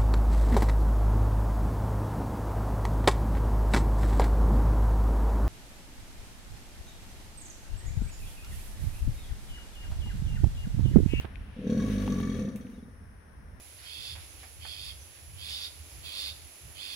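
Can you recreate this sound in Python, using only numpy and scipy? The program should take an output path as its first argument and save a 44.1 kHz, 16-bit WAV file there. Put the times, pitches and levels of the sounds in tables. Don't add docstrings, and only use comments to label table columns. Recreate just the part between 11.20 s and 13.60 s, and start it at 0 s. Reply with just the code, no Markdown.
import sys
import numpy as np
from scipy import signal
from scipy.fft import rfft, irfft
from scipy.io import wavfile
from scipy.ndimage import uniform_filter1d, map_coordinates

SR = 44100
rng = np.random.default_rng(int(sys.argv[2]) if len(sys.argv) > 2 else 0)


def dump(signal):
    limited = np.clip(np.atleast_2d(signal).T, -1, 1)
    pcm = np.round(limited * 32767).astype(np.int16)
    wavfile.write(sys.argv[1], SR, pcm)


N = 105840
TIME = np.arange(N) / SR


# time in seconds, flaps per second.
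FLAP_RATE = [(0.34, 39.48), (0.52, 36.48), (0.56, 43.4), (0.61, 40.79), (0.65, 51.75), (0.8, 50.94),
             (1.0, 45.65), (1.18, 41.01), (1.24, 30.46), (1.33, 28.86), (1.38, 17.86), (1.47, 24.97),
             (1.75, 15.55)]
def larynx():
    return np.cumsum(curve(FLAP_RATE) * (TIME > FLAP_RATE[0][0])) / SR


# time in seconds, roughness from 0 to 1.
ROUGHNESS = [(.35, .25), (.42, .3), (.47, .15), (.53, .15), (.58, .35), (.66, .13), (1.1, .16), (1.18, .42),
             (1.35, .24), (1.7, .18)]
# frequency in Hz, relative gain in dB.
THROAT_RESPONSE = [(30, -45), (80, -15), (130, -8.5), (170, -10.5), (205, 2.5), (255, -4), (300, -12.5),
                   (350, -29.5), (410, -14), (450, -24), (900, -75)]
MOUTH_RESPONSE = [(200, -39), (380, -19.5), (440, -14.5), (475, 0), (503, 4.5), (560, -10), (640, -12.5),
                  (780, -34), (1500, -74.5)]
# time in seconds, relative levels of throat and mouth in dB.
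ROAR_LEVELS = [(.345, -79, -83), (.365, -49.5, -48.5), (.395, -38.5, -51.5), (.425, -43, -46.5),
               (.47, -30.5, -38), (.55, -29, -36), (.6, -30.5, -43.5), (.7, -31, -43.5), (.9, -31, -42.5),
               (1.086, -33.5, -51), (1.18, -36, -41.5), (1.286, -33.5, -41.5), (1.315, -47, -77),
               (1.35, -41, -47.5), (1.4, -47, -55.5), (1.62, -48.5, -62.5), (1.69, -56, -71),
               (1.76, -76, -65.5), (1.85, -50, -90)]
def roar(cycles):
    throat_db, mouth_db, flutter_db = 2, -2.5, 10
    build_up_s = 0.00311
    rough = np.clip(curve(ROUGHNESS), 0, 1)
    onsets = np.flatnonzero(np.diff(np.floor(cycles)) > 0) - int(build_up_s * SR)
    flaps = np.zeros(N)
    flaps[onsets] = -undb(6.7 * rough[onsets] * rng.standard_normal(len(onsets)))
    flutter = undb(flutter_db) * rough * np.sqrt(curve(FLAP_RATE) / SR)
    drive = lambda: flaps + flutter * rng.standard_normal(N)
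    throat = steady(colour(drive(), THROAT_RESPONSE)) * swell(ROAR_LEVELS) * undb(throat_db)
    mouth = steady(colour(drive(), MOUTH_RESPONSE)) * swell(ROAR_LEVELS, axis=2) * undb(mouth_db)
    return throat + mouth


# time in seconds, level in dB.
CHEST_LEVEL = [(.38, -51), (.53, -47), (.66, -35), (.8, -33.5), (.97, -39), (1.1, -39.5), (1.2, -43.5),
               (1.3, -62)]
def chest(cycles):
    lead_cycles, octave_lead_cycles = 0.041, 0.09
    fundamental = np.cos(2 * np.pi * (cycles + lead_cycles))
    octave = undb(-1.5) * np.cos(4 * np.pi * (cycles + octave_lead_cycles))
    return unit(fundamental + octave) * swell(CHEST_LEVEL) * undb(0.65 * walk(35))


# centre at mid-call in Hz, bandwidth in Hz, relative gain in dB.
RISING_FORMANTS = [(1132, 27, 5.5), (1693, 51, 1)]
STEADY_FORMANTS = [(2240, 23, -1), (3310, 55, -6), (3737, 62, -4.5), (4365, 105, -10.5), (5920, 144, -6),
                   (6630, 50, -11)]
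# time in seconds, level in dB.
RASP_LEVEL = [(.38, -83), (.47, -54), (.58, -48.5), (1.08, -50), (1.23, -51), (1.27, -52.5), (1.31, -61.5),
              (1.55, -72.5), (1.8, -82)]
def rasp(cycles):
    delay_cycles, decay_cycles, scatter_db, flicker_db = 0.067, 0.5, 2, 1.5
    rise_per_s, mid_call_s = .09, 0.81
    flap, age = np.divmod(np.maximum(cycles - delay_cycles, 0), 1)
    strengths = undb(scatter_db * rng.standard_normal(200))
    puffs = unit(np.exp(-age / decay_cycles) * strengths[flap.astype(int)])

    def ring(formants):
        return sum(undb(db + flicker_db * walk(30.06)) * band(pair(likeness=0.54) * puffs, hz, width)
                   for hz, width, db in formants)

    position = np.cumsum(1 + rise_per_s * np.clip(TIME - mid_call_s, -.5, .5))
    position += mid_call_s * SR - np.interp(mid_call_s, TIME, position)
    rising = [map_coordinates(side, [position], mode="mirror") for side in ring(RISING_FORMANTS)]
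    return unit(np.array(rising) + ring(STEADY_FORMANTS)) * swell(RASP_LEVEL)


# frequency in Hz, relative level in dB.
CALL_HISS_SPECTRUM = [(400, 10), (780, -2.5), (950, -7.5), (1450, -2.5), (2500, -3.5), (3700, -8.5),
                      (4900, -12.5), (6100, -7), (6900, -15), (7600, -26.5), (8400, -13), (9400, -11),
                      (12000, -18), (15500, -20)]
# time in seconds, level in dB.
CALL_HISS_LEVEL = [(.38, -78), (.5, -52), (.65, -46), (.85, -45), (1.02, -47), (1.2, -49.5), (1.34, -62.5),
                   (1.52, -60), (1.75, -70.5)]
def call_hiss():
    noise = unit(colour(pair(likeness=0.11), CALL_HISS_SPECTRUM))
    flicker = undb(1.64 * walk(24.86) + 0.93 * walk(500))
    return noise * flicker * swell(CALL_HISS_LEVEL)


def bank_echo(voice):
    echo_db, t60_s, delay_s = -8.5, 0.41, .04
    tail = pair(likeness=0.88) * undb(-60 * TIME / t60_s) * (TIME > delay_s)
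    tail /= np.sqrt(np.sum(tail ** 2, axis=1, keepdims=True))
    return undb(echo_db) * signal.fftconvolve(voice, tail, axes=1)[:, :N]


# start in seconds, peak in dB, nominal centre and bandwidth in Hz,
# decay of the push in seconds, left minus right in dB.
KNOCKS = [(.047, -32.5, 138, 283, 0.009, -18.5), (0.0528, -36.5, 433, 675, 0.0016, -22),
          (0.157, -38.5, 2750, 1010, 0.0013, 15), (0.878, -24.5, 970, 760, 0.00089, 6),
          (1.002, -32, 900, 1300, 0.00059, -1), (1.469, -45.5, 2560, 1500, 0.00078, -5)]
def knocks():
    low_ratio, crack_ratio, crack_db = 0.92, 2.6, -13
    lowpass = signal.butter(4, 4160, fs=SR)
    out = 0
    for start, db, hz, width, decay, pan in KNOCKS:
        push = 0.19 * pair(likeness=0.16) * np.exp(-np.abs(TIME - start) / decay) * (TIME >= start)
        push[:, int(start * SR)] += 2
        low = steep_band(push, low_ratio * hz, low_ratio * width)
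        crack = steep_band(push, crack_ratio * hz, crack_ratio * width)
        knock = signal.lfilter(*lowpass, low + undb(crack_db) * crack)
        out += knock / np.abs(knock).max() * undb(db + np.array([[pan], [-pan]]) / 2)
    return out


# time in seconds, level in dB.
RUSTLE_LEVEL = [(0, -55), (.03, -51.5), (.08, -65), (.3, -64), (.45, -58.5), (.6, -67)]
RUMBLE_LEVEL = [(-.05, -54), (.1, -47.5), (.22, -40), (.33, -52), (.45, -50), (.6, -49)]
def grip():
    rustle = unit(steep_band(pair(likeness=0.14), hz=2610, width_hz=1550))
    rumble = unit(steep_band(pair(likeness=1.0), hz=47.4, width_hz=29))
    return rustle * swell(RUSTLE_LEVEL) + rumble * swell(RUMBLE_LEVEL)


# start in seconds, level in dB.
TICKS = [(0.01, -43.5), (1.004, -44), (1.3597, -39), (1.5, -55)]
# frequency in Hz, relative level in dB.
TICK_SPECTRUM = [(1200, -13), (2600, 1.5), (4500, -22), (6500, -13), (9000, -5), (15000, -8)]
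def ticks():
    tick_decay_s, tail_decay_s, tail_db = 0.00082, 0.034, -15
    envelope = 0
    for start, db in TICKS:
        age = np.abs(TIME - start)
        fade = np.exp(-age / tick_decay_s) + undb(tail_db) * np.exp(-age / tail_decay_s)
        envelope += (TIME >= start) * fade * undb(db)
    return unit(colour(pair(likeness=0.19), TICK_SPECTRUM)) * envelope


# frequency in Hz, relative level in dB.
WIND_SPECTRUM = [(20, -18.5), (35, -7.5), (55, -2.5), (85, -1), (130, -13.5), (210, -14), (300, -24.5),
                 (600, -61)]
LEAF_SPECTRUM = [(200, -6.5), (420, 6), (700, 2.5), (1200, 0.5), (1700, 3.5), (2500, -6.5), (3500, -13),
                 (4200, -17), (8000, -45)]
# time in seconds, wind level in dB, leaf level in dB.
BREEZE_LEVELS = [(0, -45, -53.5), (.22, -42.5, -58.5), (.4, -48.5, -59.5), (1.35, -50, -60.5),
                 (1.65, -47, -67), (1.85, -50.5, -63.5), (2.1, -50.5, -62.5), (2.4, -48, -62)]
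def breeze():
    gust_db = 1.2
    wind = unit(colour(pair(likeness=0.86), WIND_SPECTRUM))
    wind *= undb(curve(BREEZE_LEVELS) + gust_db * walk(9.56))
    leaves = unit(colour(pair(likeness=0.067), LEAF_SPECTRUM))
    leaves *= undb(curve(BREEZE_LEVELS, axis=2) + 0.27 * walk(24))
    return wind + leaves


# frequency in Hz, relative level in dB.
FLOOR_SPECTRUM = [(100, -18), (400, 3), (800, -2), (1900, -0.5), (2700, -21), (3900, -36), (4500, -24),
                  (5500, -8.5), (6300, -18.5), (7400, -37.5), (8800, -12.5), (10200, -10.5), (12000, -21),
                  (15500, -32)]
def noise_floor():
    bass_shelf = [(100, -7)]
    return unit(colour(pair(likeness=0.1), bass_shelf + list(FLOOR_SPECTRUM))) * undb(-63.5)


# start in seconds, length in seconds, pitch in Hz, peak in dB.
CHIRPS = [(1.525, 0.047, 3750, -70), (1.572, .04, 3480, -69.5), (1.625, 0.026, 3800, -72)]
def birds():
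    out = 0
    for start, length, hz, db in CHIRPS:
        envelope = np.sin(np.pi * np.clip((TIME - start) / length, 0, 1))
        out += undb(db) * envelope * np.sin(2 * np.pi * np.cumsum(hz + 70 * walk(400)) / SR)
    return out


# time in seconds, level in dB.
INSECT_LEVEL = [(0, -82), (1.3, -78), (1.55, -79), (2, -78.5), (2.4, -91)]
def insect():
    centre_hz, sweep_hz, strokes_per_s = 10400, 603, 100
    stroke = (TIME * strokes_per_s) % 1
    hz = centre_hz + sweep_hz * (stroke - .5) + 120 * walk(900)
    tone = np.sin(2 * np.pi * np.cumsum(hz) / SR)
    return unit(np.sin(np.pi * stroke) ** 3 * tone) * undb(curve(INSECT_LEVEL))


def undb(db):
    return 10 ** (np.asarray(db) / 20)


def unit(x):
    return x / np.sqrt(np.mean(x ** 2))


def curve(table, axis=1):
    rows = np.array(table, float)
    return np.interp(TIME, rows[:, 0], rows[:, axis])


def swell(table, axis=1):
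    inside = (TIME > table[0][0]) & (TIME < table[-1][0])
    return undb(curve(table, axis)) * uniform_filter1d(1. * inside, size=900)


def on_bins(points):
    rows = np.array(points, float)
    return np.interp(np.log(np.fft.rfftfreq(N, 1 / SR) + 1), np.log(rows[:, 0]), rows[:, 1])


def colour(x, points):
    cepstrum = irfft(np.log(undb(on_bins(points))), N)
    cepstrum[1:N // 2] *= 2
    cepstrum[N // 2 + 1:] = 0
    return irfft(rfft(x) * np.exp(rfft(cepstrum)), N)


def band(x, hz, width_hz):
    return signal.lfilter(*signal.iirpeak(hz, hz / width_hz, fs=SR), x)


def steep_band(x, hz, width_hz):
    return band(band(x, hz, width_hz), hz, width_hz)


def walk(rate_hz):
    hold = int(SR / rate_hz)
    steps = np.repeat(rng.standard_normal(N // hold + 1), hold)
    return unit(uniform_filter1d(steps, hold)[:N])


def pair(likeness):
    shared = np.sqrt(likeness) * rng.standard_normal(N)
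    return shared + np.sqrt(1 - likeness) * rng.standard_normal((2, N))


def steady(x):
    power = uniform_filter1d(uniform_filter1d(x ** 2, size=2600), size=1800)
    return x / np.sqrt(np.abs(power) + np.mean(x ** 2) / 100)


# frequency in Hz, left minus right in dB.
BALANCE = [(100, -1), (700, 3.5), (1300, 3.5), (2400, 5.5), (4400, 4.5), (8100, -5), (15000, -2)]
def scene():
    cycles = larynx()
    voice = roar(cycles) + rasp(cycles) + call_hiss()
    outdoors = voice + chest(cycles) + bank_echo(voice) + breeze() + noise_floor() + birds() + insect()
    lean_db = on_bins(BALANCE) / 2
    balanced = irfft(rfft(outdoors) * undb(np.array([lean_db, -lean_db])), N)
    return balanced + knocks() + grip() + ticks()


def record(dry):
    cutoff_hz = 15800
    return signal.sosfilt(signal.ellip(10, .2, 70, cutoff_hz, fs=SR, output="sos"), dry)


dry = scene()
out = record(dry)
dump(out)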